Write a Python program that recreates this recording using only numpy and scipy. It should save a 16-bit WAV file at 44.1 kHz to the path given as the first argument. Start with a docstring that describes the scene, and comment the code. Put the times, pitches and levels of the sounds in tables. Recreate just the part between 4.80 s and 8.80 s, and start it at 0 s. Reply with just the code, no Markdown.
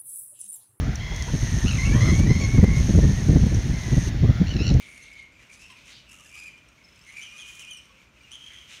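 """Flying foxes squabbling in the treetops

Near bats squeal, trill, chatter and screech: the larynx gives a jittering harmonic tone, turbulent
breath gives hiss, and throat and mouth resonances shape them. The trees scatter the calls into echoes.
The rest of the colony murmurs behind, over the rumble of far traffic."""
import sys
import numpy as np
from scipy import signal
from scipy.fft import rfft, irfft, next_fast_len
from scipy.io import wavfile

SR = 44100
rng = np.random.default_rng(int(sys.argv[2]) if len(sys.argv) > 2 else 0)


def dump(signal):
    """Clip the signal to [-1, 1] and save it as 16-bit WAV at the path in sys.argv[1]."""
    limited = np.clip(np.atleast_2d(signal).T, -1, 1)
    pcm = np.round(limited * 32767).astype(np.int16)
    wavfile.write(sys.argv[1], SR, pcm)


N = 176400


def from_db(db):
    """Decibels to amplitude ratio."""
    return 10 ** (np.asarray(db) / 20)


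def rms_one(x):
    """Normalisation to unit power."""
    return x / np.sqrt(np.mean(x ** 2) + 1e-20)


def colour(x, points):
    """Spectral shaping by (frequency [Hz], gain [dB]) points, falling 48 dB per octave past the ends."""
    size = next_fast_len(len(x) + 512)
    octave = np.log2(np.maximum(np.fft.rfftfreq(size, 1 / SR), 1))
    hz, db = np.transpose(points)
    outside = np.abs(octave - np.clip(octave, np.log2(hz[0]), np.log2(hz[-1])))
    gain = from_db(np.interp(octave, np.log2(hz), db) - 48 * outside)
    return irfft(rfft(x, size) * gain, size)[:len(x)]


def noise(size):
    """Gaussian white noise."""
    return rng.standard_normal(max(size, SR))[:size]


def drift(corner_hz, size):
    """Random modulation: low-passed noise of about unit spread."""
    pole = np.exp(-2 * np.pi * corner_hz / SR)
    return rms_one(signal.lfilter([1], [1, -2 * pole, pole * pole], noise(SR)))[-size:]


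def contour(rows):
    """Linear interpolation of a call's columns over time."""
    s, *columns = np.transpose(rows)
    t = np.arange(s[0], max(s[-1], s[0] + .01), 1 / SR)
    return [np.interp(t, s, c) for c in columns]


def add(out, s, x):
    """Superposition of a sound at time s, with tapered ends."""
    start = int(np.clip(s * SR, 0, N - 1))
    x = x * signal.windows.tukey(len(x), min(1, 200 / len(x)))
    out[start:start + len(x)] += x[:N - start]


# Road noise spectrum (frequency [Hz], gain [dB])
ROAD_SPECTRUM = [(13, -45), (22, -26.5), (43, -4.5), (64, 0), (179, -4.5), (294, -8.5), (476, -15),
                 (523, -13), (650, -13), (759, -19.5), (900, -23), (1170, -91), (1980, -120)]
# Its envelope (time [s], level [dB])
ROAD_LEVEL = [(0, -59), (.5, -61), (1.7, -61.5), (2.3, -62), (4, -62)]
def traffic(drone_hz=58.3, drone_db=-69):
    """Far road rumble; the engine drone wavers as the components of narrow-band noise beat."""
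    drone = rms_one(colour(noise(N), [(drone_hz - 3, 0), (drone_hz + 3, 0)]))
    rumble = rms_one(colour(noise(N), ROAD_SPECTRUM))
    db = np.interp(np.arange(N) / SR, *np.transpose(ROAD_LEVEL))
    return from_db(db) * rumble + from_db(drone_db) * drone


# Spectrum of the farthest bats (frequency [Hz], gain [dB])
MURMUR_SPECTRUM = [(530, -46), (900, -8.5), (1400, -6), (1560, -8.5), (1880, -7.5), (2390, -0.5),
                   (2790, -5.5), (3030, -6), (4770, -17), (6120, -12), (7770, -22.5), (9400, -22),
                   (10500, -33.5), (12700, -26), (15500, -34)]
# Its treble envelope (time [s], gain [dB])
MURMUR_TREBLE = [(0, 6), (.5, -4.5), (.65, -0.5), (1.05, 1.5), (1.25, -2), (1.8, -2), (1.98, -1.5),
                 (2.4, 5), (3.05, 1.5), (3.15, -2), (3.22, 2), (3.3, -6), (3.42, 1), (4, 5.5)]
def murmur(db=-59.5, split_hz=1500):
    """Incoherent summation: the farthest calls merge into noise whose treble swells and sinks."""
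    wash = from_db(db) * rms_one(colour(noise(N), MURMUR_SPECTRUM))
    low = signal.sosfiltfilt(signal.butter(2, split_hz, fs=SR, output="sos"), wash)
    treble_db = np.interp(np.arange(N) / SR, *np.transpose(MURMUR_TREBLE))
    return low + (wash - low) * from_db(treble_db)


def flutter(rate, size, uneven=.32):
    """Quasi-periodic beat of the larynx, between -1 and 1."""
    return np.cos(2 * np.pi * np.cumsum(rate * (1 + uneven * drift(29, size))) / SR)


# Harmonics 3 and 4 of short notes (weight [dB])
MID_HARMONICS = [-2, -9]
# Harmonics 5 and 6 (weight [dB])
TOP_HARMONICS = [-1, -19]
JITTER_CORNER_HZ = 727
def larynx(hz, jitter, overtones_db, harmonics_db):
    """Vocal fold oscillation: a jittering fundamental, with overtones_db of harmonics relative to it."""
    phase = 2 * np.pi * np.cumsum(hz * (1 + jitter * drift(JITTER_CORNER_HZ, len(hz)))) / SR
    upper = sum(from_db(db) * np.sin(k * phase) for k, db in enumerate([*harmonics_db, *TOP_HARMONICS], 2))
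    return np.sqrt(2) * np.sin(phase) + from_db(overtones_db) * rms_one(upper)


# Long calls and arching yelps (time [s], pitch [Hz], level [dB], overtones [dB])
HOARSE_SQUEAL = [(0, 2262, -52, -12), (.1, 2248, -52, -12.5), (.24, 2190, -52, -11.5),
                 (.335, 2248, -51.5, -17.5), (.355, 2232, -50, -22), (.399, 2215, -49, -16),
                 (.41, 2169, -79, -8), (.43, 2134, -50.5, -18), (.444, 2153, -53, -32),
                 (.453, 2170, -73, -19), (.474, 2230, -69, -25), (.5, 2280, -70, -20)]
WAVERING_SQUEAL = [(0.69, 2346, -73, -8), (0.698, 2371, -48.5, -18), (0.712, 2320, -52.5, -13),
                   (0.786, 2502, -62.5, -1), (0.832, 2684, -51, -8), (0.894, 2656, -55.5, -9),
                   (0.902, 2640, -54, -4), (0.952, 2605, -65, -13), (0.96, 2570, -48, -19),
                   (0.99, 2540, -62, -15)]
LOUD_SQUEAL = [(1.5, 2410, -54, -15), (1.54, 2386, -49.5, -14), (1.575, 2450, -43, -6),
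               (1.594, 2504, -46, -3.5), (1.61, 2450, -47, -10), (1.635, 2500, -45.5, -6.5),
               (1.66, 2470, -45.5, -14), (1.68, 2445, -45, -9), (1.693, 2376, -55, -10),
               (1.715, 2408, -49.5, -19), (1.74, 2420, -69, -20)]
RISING_SQUEAL = [(2.26, 2202, -57, -4), (2.298, 2200, -50.5, -16), (2.322, 2240, -58.5, -2.5),
                 (2.342, 2355, -48.5, -15), (2.354, 2387, -50, -15), (2.378, 2385, -39, -16.5),
                 (2.436, 2380, -53, -6), (2.46, 2476, -47, -16)]
HELD_WHINE = [(2.45, 2460, -58, -16), (2.468, 2440, -51.5, -23), (2.574, 2450, -47.5, -15),
              (2.596, 2480, -50, -27), (2.642, 2460, -45.5, -25), (2.728, 2450, -49, -12),
              (2.746, 2450, -69, -6), (2.774, 2450, -48.5, -13), (2.93, 2440, -50.5, -20),
              (2.96, 2440, -65, -25)]
TRILL = [(3.54, 3114, -46.5, -19), (3.572, 3140, -50, -25), (3.586, 3113, -51.5, -15),
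         (3.682, 3220, -44.5, -16), (3.712, 3150, -56, -10), (3.74, 3190, -49.5, -12.5),
         (3.834, 3113, -52.5, -15.5), (3.87, 3100, -62, -13)]
YELP_A = [(2.405, 2850, -53.5, -1), (2.432, 3186, -41.5, -7), (2.455, 3045, -48, -8.5),
          (2.5, 2803, -54.5, -7), (2.56, 3000, -54.5, -3.5)]
YELP_B = [(2.565, 2750, -58, 5), (2.597, 3426, -45.5, -6.5), (2.622, 3105, -44.5, -6.5),
          (2.645, 2873, -52, -9.5), (2.69, 2960, -52, -2.5)]
YELP_C = [(2.8, 3150, -53.5, 2), (2.82, 2950, -45.5, -11), (2.84, 2620, -47.5, -6), (2.85, 2590, -55, -6)]
YELP_D = [(2.87, 2720, -51, -9), (2.897, 3080, -44, -12), (2.908, 3270, -47.5, -6),
          (2.916, 3120, -36, -14.5), (2.943, 2880, -48.5, -4.5), (2.962, 3034, -47, -5),
          (2.98, 2740, -54.5, 1), (3.003, 2550, -66, -1)]
YELP_E = [(3.508, 2852, -54.5, 0), (3.522, 3090, -45.5, -6.5), (3.538, 3263, -44.5, -10),
          (3.556, 3147, -43.5, -11.5), (3.575, 3030, -60, -8)]
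# Voicing (call, jitter [ratio], flutter rate [Hz], flutter depth [dB], pitch bend [ratio],
# rasp [dB], weights of harmonics 2-4 [dB])
VOICES = [(HOARSE_SQUEAL, 0.0308, 80, 8.8, .04, -9.5, (-2.5, -1.6, 0)),
          (WAVERING_SQUEAL, 0.03, 62, 6.7, .04, -14, (0, -4, 3.5)),
          (LOUD_SQUEAL, 0.0283, 78, 7, .035, -15, (0, -1.2, -0.5)),
          (RISING_SQUEAL, 0.0354, 120, 7.5, .04, -12.5, (-6, 0, 0)),
          (HELD_WHINE, 0.014, 24, 8, 0.00398, -9, (0, 0, 4)),
          (TRILL, 0.015, 70, 11, .05, -10, (0, -4.2, -9)),
          (YELP_A, 0.022, 84, 6, 0.03, -16.5, (0, -7, -15)),
          (YELP_B, 0.014, 180, 7.1, 0.0253, -13, (0, -2, -8)),
          (YELP_C, 0.0063, 75, 2.2, 0.0092, -29, (0, -2, -9)),
          (YELP_D, 0.011, 96, 4.6, 0.0104, -24.5, (0, -0.35, -7)),
          (YELP_E, 0.015, 120, 13, 0.0526, -13.5, (0, -2.4, -18))]
# Mouth response and rasp spectrum (frequency [Hz], gain [dB])
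MOUTH = [(500, -2), (2000, 0.5), (4300, -3), (6200, 1.5), (7800, -1), (9500, -2), (10800, -10),
         (13000, -13.5), (16000, -37)]
RASP = [(400, -19), (1200, -5.5), (2000, 0.5), (2800, -2), (3800, -1.5), (4700, -5), (6200, 2.5),
        (7700, -5.5), (9500, -8), (11500, -17), (16000, -30)]
def squeals(shimmer_db=2, flicker_db=3):
    """Source and filter: flutter modulates a tone's pitch and level, the mouth shapes it, rasp joins."""
    tone, rasp = np.zeros((2, N))
    for rows, jitter, rate, depth_db, bend, rasp_db, harmonics_db in VOICES:
        hz, db, overtones_db = contour(rows)
        start, size = rows[0][0], len(hz)
        beat = flutter(rate, size)
        level = from_db(db) * rms_one(from_db(depth_db * beat / 2 + shimmer_db * drift(180, size)))
        pitch = hz * (1 + bend * (beat - .5))
        brightness_db = overtones_db + flicker_db * drift(77, size)
        add(tone, start, level * larynx(pitch, jitter, brightness_db, harmonics_db))
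        # Rasp flutters half as deeply and grows with the overtones.
        rasp_level = np.sqrt(level * from_db(db)) * from_db(rasp_db + 0.86 * (overtones_db + 11))
        add(rasp, start, rasp_level * rms_one(colour(noise(size), RASP)))
    return colour(tone, MOUTH) + rasp


# Toneless bursts (start [s], rise [s], fall [s], level [dB], resonance [Hz], bandwidth [Hz], hiss [dB])
SCREECHES = [(0, 0.0059, .11, -56, 3180, 1500, -10), (.04, 0.072, .14, -63.5, 9300, 2200, -12),
             (.22, 0.048, 0.045, -58, 3700, 1000, -7), (0.339, 0.053, 0.044, -60, 3800, 1100, -16),
             (.58, 0.034, 0.052, -58, 2250, 690, -5.5), (0.711, 0.028, 0.029, -56.5, 6800, 3570, 1),
             (0.789, 0.029, 0.034, -58.5, 6360, 2500, 0), (0.949, 0.039, .07, -60.5, 3700, 2220, -4.5),
             (1.04, 0.056, .06, -52, 2600, 1310, -2), (1.09, 0.0654, 0.076, -51.5, 3840, 1950, -18),
             (3.69, 0.017, 0.076, -53, 2130, 613, -23), (3.87, 0.065, 0.067, -48.5, 2970, 1340, -3)]
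def screeches(pulse_hz=140, depth_db=5):
    """Pulsing turbulence excites a throat resonance."""
    out = np.zeros(N)
    for s, rise, fall, db, hz, width_hz, hiss_db in SCREECHES:
        swell, = contour([(0, 0), (rise, 1), (rise + fall, 0)])
        size = len(swell)
        band_hz = [max(hz - width_hz / 2, 300), hz + width_hz / 2]
        throat = signal.butter(2, band_hz, "band", fs=SR, output="sos")
        air = rms_one(signal.sosfilt(throat, noise(size)))
        air += from_db(hiss_db) * rms_one(colour(noise(size), RASP))
        pulses = rms_one(from_db(depth_db * flutter(pulse_hz, size) / 2))
        add(out, s, from_db(db) * np.sin(np.pi / 2 * swell) * pulses * air)
    return out


def trees(x, t60_s=0.56, cutoff_hz=5500, echoes_per_s=900):
    """Scattering by trunks and branches gives dull, exponentially decaying echoes."""
    t = np.arange(SR) / SR
    echoes = noise(SR) * (rng.random(SR) < echoes_per_s / SR) * from_db(-60 * t / t60_s)
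    lowpass = signal.butter(1, cutoff_hz, fs=SR, output="sos")
    response = signal.sosfilt(lowpass, echoes / np.linalg.norm(echoes))
    return signal.fftconvolve(x, response)[:N]


def squeak(length, hz, jitter, overtones_db, bend=0.121):
    """Half-sine modulation arches a short note in pitch and level."""
    arch = np.sin(np.linspace(0, np.pi, int(length * SR)))
    pitch = hz * (1 + bend * (arch - np.pi / 4))
    return arch * larynx(pitch, jitter, overtones_db, [0, *MID_HARMONICS])


# Spectral envelope of calls dulled by distance (frequency [Hz], gain [dB])
FAR_COLOUR = [(1000, -5.5), (3000, 0.5), (4400, -6), (6200, 0.5), (9000, -7), (11000, -14), (15000, -26)]
def far_colony(calls_per_s=24, centre_hz=2480, echo_db=-5):
    """Attenuation with distance leaves randomly timed squeals faint and half lost in echoes."""
    out = np.zeros(N)
    for when, length, pitch, faintness in rng.random((int(calls_per_s * N / SR), 4)):
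        hz = centre_hz * np.exp(0.2 * (2 * pitch - 1))
        call = squeak(0.025 + .12 * length, hz, jitter=.035, overtones_db=-7)
        db = -62 - 7.5 * faintness + 5 * flutter(70, len(call))
        add(out, when * N / SR, from_db(db) * call)
    out = colour(out, FAR_COLOUR)
    return out + from_db(echo_db) * trees(out)


# Clear pips (start [s], length [s], pitch [Hz], level [dB], overtones [dB], harmonic 2 weight [dB])
PIPS = [(0.209, 0.043, 2087, -56.5, 4.5, -6), (0.327, .02, 2510, -63, 7, 4),
        (.42, 0.016, 2186, -44.5, -21, -10), (.436, 0.013, 2173, -49, -20, -10),
        (0.559, 0.019, 2395, -53, -15, -3), (0.851, 0.0257, 2706, -52, -7, 0),
        (.895, 0.04, 2760, -57, 1.5, -1), (1.771, .03, 2440, -60, -11, -6),
        (2.008, 0.018, 2185, -56, -25, 2), (2.033, 0.034, 2625, -65, 11.5, 20),
        (2.082, 0.015, 2558, -61, 6, 13), (2.123, 0.012, 2620, -65.5, 8, 16),
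        (2.159, 0.013, 2580, -66, 7, 12), (2.208, 0.021, 2640, -61.5, 5.5, 12),
        (3.187, .05, 2375, -60, -11, -15), (3.402, 0.0206, 2363, -54, -10, 13),
        (3.428, 0.037, 2850, -53.5, -17, 10), (3.47, 0.024, 2377, -61, -16, 0)]
def pips(jitter=0.016):
    """Tone bursts: a level pitch under a bell-shaped envelope."""
    out = np.zeros(N)
    for s, length, hz, db, overtones_db, second_db in PIPS:
        size = int(length * SR)
        tone = larynx(np.full(size, hz), jitter, overtones_db, [second_db, *MID_HARMONICS])
        add(out, s, from_db(db) * np.hanning(size) * tone)
    return out


# Runs of squeaks (time [s], level before the run's gain [dB])
BICKER = [(1.2917, -41.5), (1.3093, -53), (1.3078, -49), (1.319, -41), (1.3307, -48), (1.3903, -47),
          (1.405, -41), (1.427, -48), (1.4489, -44), (1.4638, -40), (1.4946, -40), (1.513, -45),
          (1.545, -38)]
TITTER = [(2.1583, -50), (2.177, -53), (2.1914, -47.5), (2.2127, -56), (2.2244, -53), (2.2377, -50),
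          (2.248, -48), (2.273, -53), (2.2985, -54), (2.3237, -47), (2.371, -42)]
RATTLE = [(2.6773, -47), (2.6865, -40), (2.7187, -52), (2.7506, -40), (2.7939, -34), (2.8484, -36)]
TICKS = [(0.3336, -51), (0.5202, -53), (0.6244, -49), (0.6674, -49), (1.056, -43), (1.777, -48),
         (1.8858, -43), (3.0537, -45), (3.3508, -59), (3.4236, -52), (3.433, -47)]
# Voicing (run, pitch [Hz], gain [dB], overtones [dB], jitter [ratio], squeak length [s])
CHATTER = [(BICKER, 2650, -14, 2.4, 0.052, 0.008), (TITTER, 3000, -7.5, 2.7, 0.045, 0.0056),
           (RATTLE, 3000, -13.5, 4.7, 0.07, .006), (TICKS, 2800, -13, 2.3, 0.053, 0.0071)]
def chatter(pitch_spread=0.069):
    """Brief phonation: squeaks of a few milliseconds, scattered in pitch, sound almost like clicks."""
    out = np.zeros(N)
    for rows, hz, gain_db, overtones_db, jitter, length in CHATTER:
        for s, db in rows:
            pitch = hz * (1 + pitch_spread * rng.normal())
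            add(out, s - .001, from_db(db + gain_db) * squeak(length, pitch, jitter, overtones_db))
    return out


# Piercing peaks of the squeals (start [s], length [s], pitch [Hz], level [dB])
SURGES = [(.345, 0.034, 2243, -46), (.378, .032, 2170, -42.5), (1.653, 0.047, 2411, -40.5),
          (2.363, .03, 2403, -39.5), (2.905, 0.027, 2444, -46)]
def surges(sag=0.034, jitter=0.0085, overtones_db=-18.5):
    """Nearly periodic vibration: a squeal breaks into a clear tone that sags in pitch."""
    out = np.zeros(N)
    for s, length, hz, db in SURGES:
        size = int(length * SR)
        pitch = hz * (1 + sag * np.linspace(.5, -.5, size))
        tone = larynx(pitch, jitter, overtones_db, [-4, *MID_HARMONICS])
        add(out, s, from_db(db) * np.hanning(size) * tone)
    return colour(out, MOUTH)


# A lower voice (time [s], pitch [Hz], level [dB])
SQUAWK = [(.89, 1003, -76), (0.902, 1044, -46.5), (.915, 1038, -52), (0.941, 920, -54)]
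# Its harmonics 1-6 (gain [dB])
SQUAWK_HARMONICS = [-4, -8, -1, -10, -18, -17]
def squawk(jitter=0.054):
    """A harmonic series roughened by random frequency modulation."""
    out = np.zeros(N)
    hz, db = contour(SQUAWK)
    phase = 2 * np.pi * np.cumsum(hz * (1 + jitter * drift(JITTER_CORNER_HZ, len(hz)))) / SR
    tone = sum(from_db(gain_db) * np.sin(k * phase) for k, gain_db in enumerate(SQUAWK_HARMONICS, 1))
    add(out, SQUAWK[0][0], from_db(db) * tone)
    return out


# Envelopes of two dry scolding calls (time [s], level [dB])
BICKER_RASP = [(1.275, -91), (1.293, -59), (1.323, -53), (1.377, -59), (1.409, -57), (1.417, -62),
               (1.449, -57.5), (1.535, -62), (1.56, -49)]
SCOLD_RASP = [(2.63, -61), (2.638, -65), (2.684, -54), (2.746, -57), (2.752, -51.5), (2.788, -60),
              (2.796, -49.5), (2.83, -54)]
# Voicing (envelope, gain [dB], pulse rate [Hz], pulse depth [dB], throat pitch [Hz], throat gain [dB])
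RATTLES = [(BICKER_RASP, -0.89, 88, 15.5, 2750, -0.9), (SCOLD_RASP, 0, 210, 9.7, 3100, 0)]
# Hiss spectrum (frequency [Hz], gain [dB])
RATTLE_HISS = [(1000, -10), (1500, -8.5), (2000, -5), (2800, -5.5), (3900, -8), (4800, -18), (6400, 3),
               (8000, -4), (10500, -6.5), (12000, -13), (15500, -28)]
def rattles(jitter=0.044, overtones_db=-17):
    """Deep amplitude modulation breaks hiss and a rough throat tone into pulses."""
    out = np.zeros(N)
    for rows, gain_db, rate, depth_db, hz, throat_db in RATTLES:
        db, = contour(rows)
        beat = flutter(rate, len(db))
        throat = larynx(hz * (1 + 0.013 * beat), jitter, overtones_db, [0, *MID_HARMONICS])
        hiss = rms_one(colour(noise(len(db)), RATTLE_HISS))
        pulses = rms_one(from_db(depth_db * beat / 2))
        add(out, rows[0][0], from_db(db + gain_db) * pulses * (hiss + from_db(throat_db) * throat))
    return out


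# Faint yaps from further back (start [s], length [s], pitch [Hz], level [dB])
YAPS = [(1.321, 0.041, 1307, -63), (1.392, 0.031, 1183, -58.5), (1.445, 0.028, 1696, -59),
        (1.546, 0.035, 1200, -59), (1.879, 0.033, 1328, -66), (2.273, 0.045, 2003, -53),
        (2.523, 0.056, 1210, -60.5), (3.086, 0.048, 1101, -62.5), (3.08, 0.12, 523, -67)]
def yaps():
    """Slower vocal fold vibration gives low, arching notes."""
    out = np.zeros(N)
    for s, length, hz, db in YAPS:
        add(out, s, from_db(db) * squeak(length, hz, jitter=0.033, overtones_db=-2))
    return out


def scene():
    """Superposition of near bats, their echoes, the far colony and traffic, in mono."""
    bed = traffic() + murmur()
    near = squeals() + surges() + rattles()
    near += colour(chatter() + pips() + yaps() + squawk(), MOUTH)
    near += screeches()
    return (bed + near + from_db(-4) * trees(near) + far_colony())[None]


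def record(dry, cutoff_hz=15750):
    """Band limiting: an elliptic low-pass cuts the top steeply."""
    return signal.sosfilt(signal.ellip(12, .1, 80, cutoff_hz, fs=SR, output="sos"), dry)


dry = scene()
out = record(dry)
dump(out)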